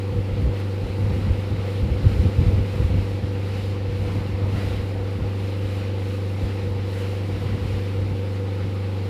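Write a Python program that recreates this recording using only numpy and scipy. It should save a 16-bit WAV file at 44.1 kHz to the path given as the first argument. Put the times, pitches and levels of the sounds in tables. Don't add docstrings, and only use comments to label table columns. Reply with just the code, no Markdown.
import sys
import numpy as np
from scipy import signal
from scipy.fft import rfft, irfft, next_fast_len
from scipy.io import wavfile
from scipy.ndimage import uniform_filter1d, map_coordinates

SR = 44100
rng = np.random.default_rng(int(sys.argv[2]) if len(sys.argv) > 2 else 0)


def dump(signal):
    limited = np.clip(np.atleast_2d(signal).T, -1, 1)
    pcm = np.round(limited * 32767).astype(np.int16)
    wavfile.write(sys.argv[1], SR, pcm)


N = 400869

# (crest time [s], length [s], relative level [dB])
WAVE_CRESTS = [(0.58, 0.12, -50.5), (1.18, 0.71, -49), (1.71, 0.24, -47), (2.12, 0.32, -44.5),
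               (2.45, 0.27, -47), (2.8, 0.29, -46.5), (3.08, 0.27, -48), (3.55, 0.21, -44.5),
               (4.07, 0.25, -46.5), (4.63, 0.27, -43), (5.52, 0.32, -48), (5.75, 0.22, -47),
               (6.1, 0.17, -47), (6.48, 0.24, -47), (7.0, 0.26, -43.5), (7.43, 0.34, -47),
               (7.75, 0.25, -46.5)]
# (crest time [s], length [s], relative level [dB])
HULL_SLOPS = [(1.09, 0.16, -46.5), (1.45, 0.6, -49), (2.5, 0.3, -50), (2.84, 0.32, -46),
              (4.05, 0.097, -43.5), (4.19, 0.1, -44.5), (4.53, 0.31, -40), (5.04, 0.17, -48.5),
              (7.6, 0.5, -50)]
# (time [s], relative level [dB])
NEAR_DROPS = [(0.6027, -39)]
# (frequency [Hz], relative level [dB])
SPRAY_SPECTRUM = [(1500, -3), (4000, -5), (5500, 3), (6200, -1.5), (7200, 2.5), (8100, -1.5), (9500, 1.5),
                  (11500, -4), (13000, -2), (15200, -7.5)]
# (frequency [Hz], relative level [dB])
WASH_SPECTRUM = [(150, -12), (550, 2), (900, -3), (1300, 1), (1650, -2), (2000, 2.5), (2800, 0.5),
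                 (3450, -4), (4000, -3), (5200, -10), (6300, -20), (15000, -41)]
# (frequency [Hz], relative level [dB])
SLOP_SPECTRUM = [(200, -14), (450, 0.5), (720, 0), (950, -1), (1300, -4), (1700, -12), (3000, -27),
                 (8000, -60)]
# (time [s], relative level [dB])
BREEZE_LEVELS = [(0, -40), (2.5, -35.5), (5, -38), (5.9, -43), (7.6, -42), (8.4, -50), (9.09, -49)]
# (start time [s], length [s], relative level [dB])
WIND_GUSTS = [(0.137, 0.056, -24.5), (0.315, 0.18, -25.5), (0.836, 0.04, -28), (1.0, 0.36, -23.5),
              (1.51, 0.11, -27.5), (1.814, 0.14, -24.5), (2.02, 0.25, -21.5), (2.386, 0.22, -19),
              (2.762, 0.27, -25), (3.22, 0.04, -26), (3.885, 0.38, -30), (4.422, 0.4, -29.5),
              (5.19, 0.05, -22), (5.63, 0.04, -33), (6.42, 0.08, -26.5), (6.62, 0.18, -33),
              (7.29, 0.48, -29.5), (7.974, 0.18, -30.5), (8.636, 0.043, -30.5)]
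# (time [s], relative level [dB])
WIND_BUFFETS = [(0.186, -15), (0.326, -10), (0.447, -9.5), (1.085, -11), (1.309, -5.5), (1.919, -3.5),
                (2.067, 1.5), (2.195, -6), (2.39, -1), (2.484, -4), (2.85, -4), (2.986, -12), (4.441, -11),
                (5.217, -15.5), (6.444, -14), (7.741, -16)]
# (frequency [Hz], relative level [dB])
RUMBLE_SPECTRUM = [(12, -26), (25, -13), (45, 0), (65, 3.5), (110, -1.5), (170, -9.5), (300, -18),
                   (600, -30.5), (1500, -57), (4000, -90)]
# (frequency [Hz], relative level [dB])
FLAP_SPECTRUM = [(50, -10), (130, 3), (220, -3), (350, -10.5), (800, -27.5), (3000, -74)]
# (time [s], four-stroke cycle rate [Hz])
ENGINE_SPEED = [(0, 24.35), (1, 24.5), (2.4, 24.5), (3.4, 24.35), (5.4, 24.45), (6.2, 24.3), (7.5, 24.38),
                (9.09, 24.3)]
FIRINGS = [(0, 1), (.25, .5), (.5, .3), (.75, .45)]
# (order [multiple of the cycle rate], relative level [dB])
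ENGINE_ORDERS = [(1, -38), (2, -28), (3, -21), (4, 0), (5, -25.5), (6, -32), (7, -16.5), (8, -17.5),
                 (9, -16), (10, -24.5), (11, -23.5), (12, -17), (13, -22.5), (14, -47), (15, -22.5),
                 (16, -20), (17, -26), (18, -26), (19, -21), (20, -16), (21, -18), (22, -23), (23, -51),
                 (24, -44), (25, -58), (26, -65), (27, -55), (28, -57), (29, -48), (30, -38.5), (31, -47),
                 (32, -48), (33, -32.5), (34, -37), (35, -40.5), (36, -32)]
# (frequency [Hz], width [Hz], gain [dB])
HULL_MODES = [(188, 69, -11), (333, 56, 11.5), (479.7, 17.3, 17.5), (758, 120, -1)]

WASH_FLOOR_DB = -46


def amp(db):
    return 10 ** (np.asarray(db) / 20)


def unit(x):
    return x / np.sqrt(np.mean(x ** 2) + 1e-20)


def curve(rows):
    return np.interp(np.arange(N) / SR, *np.transpose(rows))


def wobble(rate):
    knots = rng.standard_normal(int(N * rate / SR) + 4)
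    return map_coordinates(knots, [np.arange(N) * rate / SR])


def filtered(x, response):
    size = next_fast_len(N + SR // 2)
    return irfft(rfft(x, size) * response(np.fft.rfftfreq(size, 1 / SR)), size)[:N]


def coloured(x, spectrum):
    points_hz, db = np.transpose(spectrum)
    return unit(filtered(x, lambda hz: amp(np.interp(np.log(hz + 1), np.log(points_hz), db))))


def patchy_noise(depth_db):
    bins = signal.stft(rng.standard_normal(N), nperseg=512)[2]
    patches = uniform_filter1d(rng.standard_normal(bins.shape), size=6, axis=0)
    patches = uniform_filter1d(patches, size=10, axis=1)
    return unit(signal.istft(bins * amp(depth_db * unit(patches)), nperseg=512)[1][:N])


def swells(waves, floor_db, rise_share=0.4):
    t = np.arange(N) / SR
    power = amp(floor_db) ** 2
    for crest, length, db in waves:
        width = length * np.where(t < crest, rise_share, 1 - rise_share)
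        power += amp(db) ** 2 * np.exp(-((t - crest) / width) ** 2)
    return 10 * np.log10(power)


def spray(floor_db=-60, growth=1.25, flicker_db=0.9, droplets_per_s=1000, spread_db=4):
    landings = rng.random(N) < droplets_per_s / SR
    ticks = landings * rng.standard_normal(N) * amp(spread_db * rng.standard_normal(N))
    fizz = rng.standard_normal(N) + .31 * unit(ticks)
    surge_db = swells(WAVE_CRESTS, WASH_FLOOR_DB) - WASH_FLOOR_DB
    return amp(floor_db + growth * surge_db + flicker_db * wobble(14)) * coloured(fizz, SPRAY_SPECTRUM)


def drops(life_s=.0005):
    t = np.arange(N) / SR
    envelope = sum(amp(db) * np.exp(-abs(t - at) / life_s) for at, db in NEAR_DROPS)
    return .5 * envelope * coloured(rng.standard_normal(N), SPRAY_SPECTRUM)


def water(wash_gain_db=1):
    wash_db = swells(WAVE_CRESTS, WASH_FLOOR_DB) + wash_gain_db + 0.5 * wobble(22)
    slop_db = swells(HULL_SLOPS, floor_db=-50) + 0.7 * wobble(16)
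    wash = amp(wash_db) * coloured(patchy_noise(depth_db=0.92), WASH_SPECTRUM)
    slop = amp(slop_db) * coloured(patchy_noise(depth_db=2.5), SLOP_SPECTRUM)
    return wash + slop


def gusts(attack_s=0.026, release_s=0.036):
    t = np.arange(N) / SR
    power = amp(curve(BREEZE_LEVELS)) ** 2
    for start, length, db in WIND_GUSTS:
        end = start + length
        shape = np.interp(t, [start - attack_s, start, end, end + release_s], [0, 1, 1, 0])
        power += (amp(db) * shape) ** 2
    return np.sqrt(power)


def wind(rumble_gain_db=0.5, flap_gain_db=-9, lumps_db=3):
    strength = gusts()
    rumble = coloured(rng.standard_normal(N), RUMBLE_SPECTRUM) * amp(lumps_db * wobble(35))
    flaps = coloured(rng.standard_normal(N), FLAP_SPECTRUM) * amp(lumps_db * wobble(45))
    smoothed = uniform_filter1d(strength, size=SR // 8)
    return amp(rumble_gain_db) * strength * unit(rumble) + amp(flap_gain_db) * smoothed * unit(flaps)


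def buffets(gain_db=-4, typical_hz=88, width_s=0.0072):
    out, t = np.zeros(N), np.arange(N) / SR
    for at, db in WIND_BUFFETS:
        eddy_hz = typical_hz * np.exp(0.18 * rng.standard_normal())
        swing = np.sin(2 * np.pi * eddy_hz * (at - t))
        out += amp(db + gain_db) * swing * np.exp(-((t - at) / width_s) ** 2)
    return out


def hull(hz):
    return sum(amp(db) * 1j * hz * width / (centre ** 2 - hz ** 2 + 1j * hz * width)
               for centre, width, db in HULL_MODES)


def chug(cycle, level_db=-39.5, decay_cycles=0.46, uneven_db=1, box_hz=1100):
    puffs = sum(strength * np.exp(-((cycle - at) % 1) / decay_cycles) for at, strength in FIRINGS)
    bursts = puffs * amp(uneven_db * wobble(40)) * rng.standard_normal(N)
    muffled = filtered(bursts, lambda hz: hull(hz) / np.hypot(1, (hz / box_hz) ** 2))
    return amp(level_db) * unit(muffled)


def drone(cycle, firing_db=-25.5, orders_db=-27, waver_db=0.03, flutter=.2, boom_hz=490):
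    phase = 2 * np.pi * cycle
    out = amp(firing_db + waver_db * wobble(5.7)) * np.cos(len(FIRINGS) * phase)
    mean_rate = np.mean([rate for _, rate in ENGINE_SPEED])
    for order, db in ENGINE_ORDERS:
        if order == len(FIRINGS):
            continue
        hz = order * mean_rate
        pattern = sum(strength * np.exp(-2j * np.pi * order * at) for at, strength in FIRINGS)
        scatter = min(1.2, .35 + 2 * abs(np.log2(hz / boom_hz)))
        offset = np.angle(pattern * hull(hz)) + scatter * rng.standard_normal()
        sway = 1 + flutter * np.sqrt(order / 20) * (wobble(9) + 1j * wobble(9))
        out += amp(orders_db + db) * np.real(sway * np.exp(1j * (order * phase + offset)))
    return np.sqrt(2) * out


def engine(tremble=0.001502):
    rate_hz = curve(ENGINE_SPEED) * (1 + tremble * wobble(12))
    cycle = np.cumsum(rate_hz) / SR
    return drone(cycle) + chug(cycle)


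def scene():
    return (engine() + water() + spray() + drops() + wind() + buffets())[None]


def record(dry, low_cut_hz=38, top_hz=15300):
    low_cut = signal.butter(2, low_cut_hz, "highpass", fs=SR, output="sos")
    thinned = signal.sosfilt(low_cut, dry[0])
    return filtered(thinned, lambda hz: hz < top_hz)[None]


dry = scene()
out = record(dry)
dump(out)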